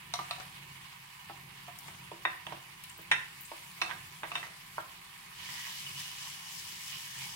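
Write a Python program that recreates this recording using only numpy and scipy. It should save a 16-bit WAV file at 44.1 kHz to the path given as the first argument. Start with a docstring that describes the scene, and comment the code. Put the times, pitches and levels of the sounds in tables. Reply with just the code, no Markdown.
"""Chopped onion and garlic sizzle in hot oil in a tiled kitchen: dense random micro-pops over steam noise.
First a wooden spoon knocks and scrapes the last of them out of a ceramic bowl: filtered ringing modes,
noise cracks and jerky rubbing, with a few wet smacks of noise and landings that lift the frying.
From 5.3 s the spoon spreads the heap: rasping strokes, two spits, and a sizzle that flares as onion turns.
Throughout, a drone of shaped noise with a faint steady hum lies low in the background."""
import sys
import numpy as np
from scipy import signal
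from scipy.fft import rfft, irfft, next_fast_len
from scipy.io import wavfile
from scipy.ndimage import map_coordinates

SR = 44100
rng = np.random.default_rng(int(sys.argv[2]) if len(sys.argv) > 2 else 0)


def inscribe(sig):
    """Save sig as 16-bit PCM at rate SR to the path in sys.argv[1].

    A 1-D sig is mono; a 2-D sig holds one channel per row.
    Samples are clipped to [-1, 1] before scaling.
    """
    pcm = np.round(np.clip(np.atleast_2d(sig).T, -1, 1) * 32767)
    wavfile.write(sys.argv[1], SR, pcm.astype(np.int16))


N = 324443
TIME = np.arange(N) / SR
BLOW = np.arange(SR // 3) / SR  # time axis of one short sound, s

# Level columns set balances before flutter, room and final mix; side/dB is left over right.

# Tone of the resting heap: f/Hz, level/dB
RESTING_COLOUR = [(260, -54), (450, -24.5), (635, -22.5), (771, -12.5), (882, -7), (979, 0), (1420, -7.5),
                  (2190, -2), (2430, -5), (2960, -4), (3990, -10), (4430, -10), (5970, -17), (9340, -15),
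                  (16000, -20)]
# Tone of the stirred heap: f/Hz, level/dB
STIRRED_COLOUR = [(260, -56), (450, -47), (563, -20), (782, -20), (856, -26), (979, -5), (1400, -12),
                  (1810, -3.5), (2700, -4), (2960, 2.5), (4170, -7.5), (5300, -8), (6150, -12),
                  (15100, -21.5), (16000, -18.5)]
# Onion and juice land in the oil and boil off: strongest t/s, bubbling level/dB, spray level/dB, fade/s
LANDINGS = [(.3, -53.5, -59.5, 0.32), (1.87, -68, -62.5, 0.34), (3.47, -66, -58.5, 3.0)]
# The spoon turns wet onion onto hot metal: strongest t/s, bubbling level/dB, spray level/dB, fade/s
TURNS = [(5.43, -47.5, -71, 0.054), (5.53, -49.5, -50, 1), (5.81, -54, -56, 0.085),
         (6.01, -47.5, -49.5, 0.1), (6.26, -50.5, -50.5, 0.092), (6.55, -59, -49.5, 0.35),
         (6.82, -62, -50.5, 0.83), (6.94, -50, -59, 0.24), (7.23, -53, -49.5, 0.21)]
LANDING_RISE_S, TURN_RISE_S = 0.21, 0.067
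# steady frying of the untouched heap, and what spreading adds: each (bubbling dB, fine spray dB)
RESTING_DB, SPREAD_DB = (-55.5, -60.5), (-58.5, -53.5)
SPREAD_START_S, SPREAD_RISE_S = 5.3, 0.13


def pan():
    """The resting heap fries gently; stirring brings wet onion onto fresh hot oil."""
    resting_levels = boiling(RESTING_DB, LANDINGS, LANDING_RISE_S)
    resting = frying(resting_levels, RESTING_COLOUR, per_s=3000, spread_db=2.5, steam_db=1.0)
    stirred_levels = boiling(SPREAD_DB, TURNS, TURN_RISE_S)
    stirred = frying(stirred_levels, STIRRED_COLOUR, per_s=3500, spread_db=3.0, steam_db=-0.5,
                     crackle_db=-13.5, flutter_db=0.6, clump_db=1.5)
    fade_in = np.clip((TIME - SPREAD_START_S) / SPREAD_RISE_S, 0, 1)
    return resting + stirred * fade_in


def boiling(steady_db, flares, rise_s):
    """Levels of bubbling and spray in dB: steady frying, plus fresh water that boils off after each flare."""
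    power = gain_of(steady_db)[:, None] ** 2
    for s, bubbling_db, spray_db, fade_s in flares:
        flare = gain_of([[bubbling_db], [spray_db]]) * swell(s, rise_s, fade_s)
        power = power + flare ** 2
    return 10 * np.log10(power)


# Resonances of the hollow pan: f/Hz, width/Hz, level/dB
PAN_HOLLOW = [(789, 57, 7), (990, 150, 1.5), (1340, 190, -2), (1808, 31, 7), (2246, 68, 3.5), (2526, 57, 6),
              (2920, 24, 9)]
# Stereo lean of the oil: f/Hz, side/dB
OIL_SIDE = [(500, -4), (800, -4.5), (1000, -8.5), (1350, 1.5), (1900, -6.5), (3000, -7.5), (4200, -0.5),
            (5300, 3.5), (6300, 11), (8500, 7.5), (12000, 3.5), (15500, 13.5)]


def frying(levels, colour, per_s, spread_db, steam_db, split_hz=4500, crackle_db=-14,
           flutter_db=0.82, flutter_hz=16, clump_db=1.6):
    """Water bursts out of the onion as countless micro-pops over a hiss of steam, coloured by the pan."""
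    bubbling_db, spray_db = levels
    bursts = pops(per_s, spread_db)
    bursts += gain_of(steam_db) * rng.standard_normal((2, N))
    bursts += gain_of(crackle_db) * pops(70, 0.86)  # now and then a larger bubble

    def pan_tone(hz):
        return gain_of(read(colour, hz) + bumps(PAN_HOLLOW, hz)) * sides(read(OIL_SIDE, hz))

    oil = shaped(clumped(bursts, clump_db), pan_tone)
    bubbling = shaped(oil, lambda hz: 1 / (1 + (hz / split_hz) ** 8))
    spray = oil - bubbling
    flutter = flutter_db * wander(flutter_hz)  # bubbles come in clumps
    bubbling = bubbling / bubbling.mean(0).std() * gain_of(bubbling_db + flutter)
    spray = spray / spray.mean(0).std() * gain_of(spray_db + flutter / 2)
    return bubbling + spray


def clumped(x, db, step_s=0.032, octaves=.3):
    """Bubbles of like size burst in clumps: each band swells and sinks on its own."""
    hz, t, z = signal.stft(x, SR, nperseg=512)
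    places = np.meshgrid(np.log2(hz + 1) / octaves, t / step_s, indexing="ij")
    patches = map_coordinates(rng.standard_normal((64, 512)), places, order=1, mode="wrap")
    return signal.istft(z * gain_of(db * patches), SR, nperseg=512)[1][:, :N]


# Spoon against bowl: t/s, thud level/dB, spoon level/dB, bowl level/dB, crack level/dB,
# contact hardness f/Hz, side/dB, gripped spoon f/Hz, pitch favoured by the struck spot f/Hz, its lift/dB
KNOCKS = [(0.1378, -56.5, -39, -45, -46.5, 8280, 10, 710, 720, 0),
          (0.139, -54, -33.5, -42, -49, 8400, -5.5, 717, 2130, 11),
          (0.1901, -40.5, -37.5, -41, -48, 2100, -3.5, 733, 1160, 12),
          (0.3098, -57, -35, -42, -43, 4400, -4.5, 719, 2640, 7),
          (0.382, -65, -50, -62, -65, 1000, -1, 756, 760, 4),
          (1.2974, -47.5, -43.5, -53, -62, 965, -6, 807, 1570, 11),
          (1.681, -50, -44.5, -66, -55, 1200, -8.5, 722, 680, 9),
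          (1.882, -53, -60, -52, -50, 1770, -6.5, 740, 750, -1),
          (2.116, -47.5, -58, -47, -60, 1250, -3, 730, 358, 14),
          (2.252, -39.5, -37, -25, -40, 2660, -2, 746, 1900, 7),
          (2.4671, -46, -51, -51, -43.5, 2920, -4.5, 746, 890, 2),
          (2.523, -44, -54, -42.5, -50, 1450, -7, 728, 1030, -4),
          (2.988, -54.5, -66, -70, -59, 523, -5, 715, 390, -2),
          (3.1143, -45, -46.5, -29, -28.5, 2710, 0.5, 714, 2320, 10),
          (3.1215, -56, -59, -30, -32, 2900, -3, 750, 2420, 13.5),
          (3.116, -71, -65, -22.5, -32, 4020, -13, 735, 1900, 13.5),
          (3.5162, -46, -60, -43.5, -53, 1290, -2.5, 720, 950, 1),
          (3.816, -46, -35.5, -36.5, -47, 5500, 0.5, 754, 2580, 14),
          (3.8189, -44, -39, -33.5, -38, 2700, -17, 752, 2620, 11),
          (3.8219, -52, -41.5, -45, -51, 6400, 0.5, 695, 1100, 5),
          (3.894, -48, -52, -48, -48, 3220, -8, 755, 950, 12),
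          (3.903, -51, -52, -47, -47, 2800, -3, 755, 1100, 3),
          (3.911, -47, -48, -36.5, -46, 3080, -14, 736, 1620, 14),
          (4.2328, -41.5, -46, -39.5, -46, 2580, -4, 708, 1480, 4),
          (4.244, -47, -51, -41, -55, 2400, -16, 700, 2090, 25),
          (4.3172, -54, -45, -43, -49, 2800, -4, 714, 2680, 14),
          (4.3546, -50.5, -55, -34, -37, 3100, -4.5, 736, 2580, 6),
          (4.378, -62, -52, -49, -46, 3600, -8, 725, 3750, 2),
          (4.429, -51, -52, -41, -48, 2700, -7, 740, 1940, 25),
          (4.7811, -41, -68, -32.5, -60, 1470, -5, 720, 1430, 14.5)]
# Thud modes: f/Hz, level/dB, t60/s, side/dB
THUD = [(339, -8.5, 0.16, -0.5), (469, -9, 0.044, -12), (524, 2, 0.023, -13), (651, 13.5, 0.02, 6.5),
        (786, 9.5, 0.03, -0.5), (946, 3, 0.079, -4)]
# Wooden spoon modes, before the grip retunes them: f/Hz, level/dB, t60/s, side/dB
SPOON = [(716, 8, 0.072, 7.5), (975, 5, 0.055, 2), (1166, 8, 0.056, 0), (1288, 2.5, 0.055, -3),
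         (2130, -3, 0.029, -4), (3600, -11, 0.01, -4), (3930, 13.5, 0.027, 1), (4170, 10.5, 0.02, -10),
         (4700, 11.5, 0.012, -7), (5400, 8, 0.015, 6), (5980, 7.5, 0.019, 5)]
# Ceramic bowl modes: f/Hz, level/dB, t60/s, side/dB
BOWL = [(1039, 15.5, 0.028, -7.5), (1190, -4, 0.079, -4), (1394, -1.5, 0.059, 7), (1542, -0.5, 0.068, 7.5),
        (1622, -1.5, 0.058, -1), (1755, -6, 0.092, -13), (1849, 1, 0.06, 1), (1910, -2, 0.053, 6),
        (2018, -1, 0.064, -18), (2220, -5, 0.029, -7), (2360, -3.5, 0.035, 22), (2490, -12, 0.036, 6),
        (2638, 7, 0.024, -7), (2840, -6, 0.043, 8), (2980, -6.5, 0.029, -3), (3663, 11, 0.066, 10),
        (5380, 13, 0.041, -3), (5680, 9.5, 0.042, -8)]
# Tone of the crack at contact: f/Hz, level/dB
CRACK = [(150, -43), (500, -10.5), (900, -6.5), (1500, 5.5), (2400, 6), (3600, 3.5), (4600, -23),
         (6000, -7), (10000, 3), (16000, -23)]


def knocks(crack_t60=0.032, crack_reach=1.88, rim_ratio=2.53, spoon_low_hz=620):
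    """Thud and crack while spoon and bowl ring; each blow lands on another spot, dulled by onion between."""
    thud, bowl = ring(THUD), ring(BOWL)
    thud = thud * (1 - np.exp(-BLOW / 0.0023))  # a padded push builds up gently
    thud = edge(thud, 278, "high", order=4)  # a small bowl radiates no bass
    mix = np.zeros((2, N))
    for (s, thud_db, spoon_db, bowl_db, crack_db, hardness_hz, side_db,
         spoon_hz, spot_hz, spot_db) in KNOCKS:
        spoon = ring(SPOON, spoon_hz / SPOON[0][0])  # the grip retunes the spoon
        spoon = edge(spoon, spoon_low_hz, "high", order=4)
        noise = rng.standard_normal((2, len(BLOW)))
        crack = shaped(noise, lambda hz: gain_of(read(CRACK, hz)))
        crack = crack * gain_of(-60 * BLOW / crack_t60)
        crack = edge(crack, hardness_hz * crack_reach, "low", order=3)
        blow = gain_of(crack_db) * burst(crack)
        # hard taps land on the rim and miss the low modes
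        rim = edge(bowl, hardness_hz / rim_ratio, "high", order=3)
        for db, part in (thud_db, thud), (spoon_db, spoon), (bowl_db, rim):
            contact = edge(part, hardness_hz, "low", order=5)  # each part rings through the contact
            blow = blow + gain_of(db) * burst(favoured(contact, spot_hz, spot_db))
        add(mix, s, sides(side_db) * skidding(blow))
    return mix


def ring(modes, stretch=1, lag=0.00014):
    """Dying modes; they reach the right microphone a little later."""
    t = np.maximum(BLOW - np.array([[0], [lag]]), 0)
    total = 0
    for hz, db, t60, side in modes:
        tone = np.sin(2 * np.pi * hz * stretch * t)
        total = total + sides(side) * gain_of(db - 60 * t / t60) * tone
    return total


def favoured(x, hz, db, sharpness=5):
    """The point of contact weights the modes near one pitch differently from the rest."""
    return x + (gain_of(db) - 1) * signal.lfilter(*signal.iirpeak(hz, sharpness, fs=SR), x)


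def skidding(x, skid_db=-10, skid_s=0.0036, per_s=2000):
    """The wood skids on after it lands: a few smaller contacts follow the first."""
    hits = rng.standard_normal(len(BLOW)) * (rng.random(len(BLOW)) < per_s / SR)
    contacts = hits * np.exp(-BLOW / skid_s)
    contacts = gain_of(skid_db) * contacts / (np.linalg.norm(contacts) + 1e-12)
    return x + signal.fftconvolve(x, contacts[None], axes=1)[:, :x.shape[1]]


# The spoon drags inside the bowl: t/s of hardest pressure, level/dB, fade/s
SCRAPES = [(.17, -56, 0.061), (.41, -51.5, 0.033), (1.87, -59, 0.25), (2.53, -55.5, 0.045),
           (3.85, -50.5, 0.054), (3.92, -51.5, 0.041), (4.27, -58, 0.056), (4.37, -45.5, 0.07),
           (4.88, -62, 0.068)]
SCRAPE_RISE_S = 0.051
# Tone of wood rubbing on glaze: f/Hz, level/dB
RUB = [(150, -52), (400, -48), (750, -16), (1100, 4), (1500, 2.5), (2600, -17), (4500, -6), (7000, -17),
       (16000, -36)]


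def scraping(bowl_db=-7, spoon_db=-5, ring_top_hz=3800):
    """Wood slips over the glaze in small jerks that excite the lower modes of spoon and bowl."""
    slips = pops(700, 4.4)
    rub = evened(shaped(slips, lambda hz: gain_of(read(RUB, hz))))
    for db, modes in (bowl_db, BOWL), (spoon_db, SPOON):
        body = edge(ring(modes), ring_top_hz, "low", order=3)
        rub = rub + gain_of(db) * evened(signal.oaconvolve(slips, body, axes=1)[:, :N])
    pressure = sum(gain_of(db) * swell(s, SCRAPE_RISE_S, fade_s) for s, db, fade_s in SCRAPES)
    return evened(rub) * pressure


# Wet onion peels off the bowl: t/s, level/dB, centre f/Hz, t60/s, width/octaves
SMACKS = [(1.788, -47.5, 12100, 0.011, 1), (1.872, -55, 7800, 0.083, 0.31), (2.838, -48, 9200, 0.013, 0.7),
          (2.841, -52, 3000, 0.075, 0.52), (2.897, -52, 7800, 0.03, 0.25), (2.977, -52, 15100, .05, .37),
          (3.016, -54, 15000, .05, .37), (3.408, -47, 14000, 0.13, .37), (3.452, -53, 8100, 0.11, 0.18)]


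def smacks():
    """Wet onion peels away and its liquid film snaps."""
    return splats(SMACKS)


# The spoon pushes onion over the pan floor: middle t/s, level/dB, centre f/Hz, half length/s
STROKES = [(5.577, -46, 1930, 0.096), (5.54, -54.5, 980, 0.077), (5.694, -48, 990, 0.021),
           (5.997, -63, 3100, .05), (6.252, -52.5, 2650, 0.056), (6.26, -52, 990, 0.034),
           (6.452, -58, 990, 0.055), (6.78, -53, 2120, 0.084), (7.12, -53, 1740, 0.06),
           (7.217, -47, 2250, 0.05), (7.215, -52, 3200, 0.041), (7.275, -54, 904, 0.11)]


def stirring(octaves=0.18):
    """Each push of the spoon rasps briefly in the hollow of the pan."""
    mix, slips = np.zeros((2, N)), pops(700, 3.0)
    for s, db, centre_hz, half_s in STROKES:
        rasp = evened(shaped(slips, lambda hz: around(hz, centre_hz, octaves)))
        mix += gain_of(db) * rasp * np.exp(-((TIME - s) / half_s) ** 2)
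    return sides(-10.5) * mix


# Fat bubbles burst in the stirred oil: t/s, level/dB, centre f/Hz, t60/s, width/octaves
SPITS = [(5.865, -44, 2920, 0.043, 0.057), (6.254, -67, 1520, 0.067, .15)]


def spits():
    """Fat bubbles burst as narrow, pitched sprays of noise."""
    return splats(SPITS)


def splats(films):
    """Places every snapping film of a table in time."""
    mix = np.zeros((2, N))
    for s, *film in films:
        add(mix, s, splat(*film))
    return mix


def splat(db, centre_hz, t60, octaves):
    """A liquid film snaps: a short spray of noise around one pitch."""
    noise = rng.standard_normal((2, len(BLOW)))
    noise = shaped(noise, lambda hz: around(hz, centre_hz, octaves))
    return gain_of(db) * burst(noise * gain_of(-60 * BLOW / t60))


# Stereo lean of the spoon work: f/Hz, side/dB
SPOON_SIDE = [(300, 5), (4000, 0.5), (5200, 6), (6500, 19), (9000, 5.5), (16000, 6)]


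def spoon_work():
    """All that the spoon sets off, heard in the room: knocks, scraping, smacks, stirring and spits."""
    mix = knocks() + scraping() + smacks() + stirring() + spits()
    return shaped(kitchen(mix), lambda hz: sides(read(SPOON_SIDE, hz)))


def kitchen(x, tail_db=-6, build=0.004):
    """The tiled corner answers at once; then a short diffuse tail."""
    # t/s, level/dB, channel (0 left, 1 right)
    echoes = [(.0046, -8.5, 0), (.0072, -15, 1), (.0112, -20, 1), (.0185, -11, 0), (.0188, -16, 1)]
    # f/Hz, t60/s
    decay = [(250, 0.47), (1000, 0.4), (2000, 0.43), (4000, 0.37), (8000, 0.47), (16000, 0.33)]
    hz, t, z = signal.stft(rng.standard_normal((2, len(BLOW))), SR, nperseg=256)
    fading = z * gain_of(-60 * t / read(decay, hz)[:, None])
    tail = signal.istft(fading, SR, nperseg=256)[1][:, :len(BLOW)]
    tail = tail * (1 - np.exp(-BLOW / build))
    response = gain_of(tail_db) * tail / np.linalg.norm(tail[0])
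    for s, db, channel in echoes:
        response[channel, round(s * SR)] += gain_of(db)
    return x + signal.oaconvolve(x, response, axes=1)[:, :N]


# Tone of the drone: f/Hz, level/dB
DRONE = [(15, -37), (30, -12.5), (62, -19), (90, -5), (135, -3), (175, -2), (205, -12.5), (270, -19.5),
         (380, -16.5), (480, -29), (620, -28.5), (900, -59)]
# Humming resonances, negative levels being dips: f/Hz, width/Hz, level/dB
DRONE_PEAKS = [(113, 6.5, -10.5), (137.1, 3.8, 10.5), (325, 4, -7)]
# Stereo width of the drone: f/Hz, side against mid level/dB
DRONE_SIDE = [(40, -31), (110, -22), (200, -13.5), (380, -1.5), (700, 3)]
# The low rumble swells briefly: t/s, level/dB, fade/s
RUMBLES = [(.1, -56.5, 0.45), (.6, -59, 0.074), (1.3, -61, 0.21), (1.48, -55.5, 0.055), (2.54, -52, 0.047),
           (3.14, -56, 0.09), (3.98, -56, 0.12), (5.92, -59, 0.16)]
RUMBLE_RISE_S = 0.067
DRONE_DB, DRONE_WANDER_DB, DRONE_WANDER_HZ = -61.5, 1.85, 2.9


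def drone():
    """Low, nearly mono shaped noise with narrow humming resonances; it wavers and now and then swells."""
    shared, apart = rng.standard_normal((2, N))
    side = shaped(apart, lambda hz: gain_of(read(DRONE_SIDE, hz)))
    air = shared + np.array([[1], [-1]]) * side
    rumble = shaped(air, lambda hz: gain_of(read(DRONE, hz) + bumps(DRONE_PEAKS, hz)))
    power = gain_of(DRONE_DB + DRONE_WANDER_DB * wander(DRONE_WANDER_HZ)) ** 2
    for s, db, fade_s in RUMBLES:
        power = power + (gain_of(db) * swell(s, RUMBLE_RISE_S, fade_s)) ** 2
    return evened(rumble) * np.sqrt(power)


def hum(hz=49, peak_db=-77):
    """A faint steady sine under the drone."""
    return gain_of(peak_db) * np.sin(2 * np.pi * hz * TIME)


def pops(per_s, spread_db):
    """Random tiny impulses, a few of them much larger than the rest."""
    size = gain_of(spread_db * np.minimum(rng.exponential(1, (2, N)), 6))
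    sign = rng.choice([-1, 1], (2, N))
    return evened(size * sign * (rng.random((2, N)) < per_s / SR))


def swell(peak_s, rise_s, fade_s):
    """An envelope that rises smoothly to 1 and then dies away; rise and fade reach 1/e."""
    t = TIME - peak_s
    return np.exp(-(np.minimum(t, 0) / rise_s) ** 2 - np.maximum(t, 0) / fade_s)


def wander(rate_hz):
    """Slow random drift of rms 1."""
    return evened(shaped(rng.standard_normal(N), lambda hz: 1 / (1 + (hz / rate_hz) ** 2)))


def gain_of(db):
    """Decibels to amplitude."""
    return 10 ** (np.asarray(db) / 20)


def evened(x):
    """Scales to rms 1."""
    return x / np.sqrt(np.mean(x ** 2) + 1e-20)


def burst(x):
    """Scales a short sound to the energy of 25 ms at rms 1."""
    return evened(x) * np.sqrt(.025 * SR / x.shape[-1])


def read(points, hz):
    """A curve joined by straight lines over log frequency."""
    f, value = np.transpose(points)
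    return np.interp(np.log(hz + 1), np.log(f + 1), value)


def bumps(peaks, hz):
    """Resonance peaks in dB."""
    return sum(db / (1 + (2 * (hz - f) / width) ** 2) for f, width, db in peaks)


def around(hz, centre_hz, octaves):
    """A hump of gain around one pitch."""
    return 1 / (1 + (np.log2((hz + 1) / centre_hz) / octaves) ** 2)


def sides(db):
    """Left and right gains of equal total power."""
    pair = gain_of(np.array([[.5], [-.5]]) * db)
    return pair / np.sqrt(np.mean(pair ** 2, 0))


def shaped(x, gain):
    """Filters by a gain that is a function of frequency."""
    size = next_fast_len(x.shape[-1] + 2048)
    spectrum = rfft(x, size) * gain(np.fft.rfftfreq(size, 1 / SR))
    return irfft(spectrum, size)[..., :x.shape[-1]]


def edge(x, hz, kind, order):
    """A low-pass or a high-pass."""
    return signal.sosfilt(signal.butter(order, min(hz, .45 * SR), kind, fs=SR, output="sos"), x)


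def add(mix, s, sound):
    """Mixes a stereo sound in at time s."""
    part = mix[:, round(s * SR):][:, :sound.shape[1]]
    part += sound[:, :part.shape[1]]


def scene():
    """Pan, spoon, and the background drone with its faint steady hum."""
    return pan() + gain_of(-1.5) * spoon_work() + drone() + hum()


def record(dry, edge_hz=15950):
    """The recorder's band limit: a steep low-pass."""
    lowpass = signal.firwin(511, edge_hz, window=("kaiser", 9), fs=SR)
    return signal.oaconvolve(dry, lowpass[None], "same")


dry = scene()
out = record(dry)
inscribe(out)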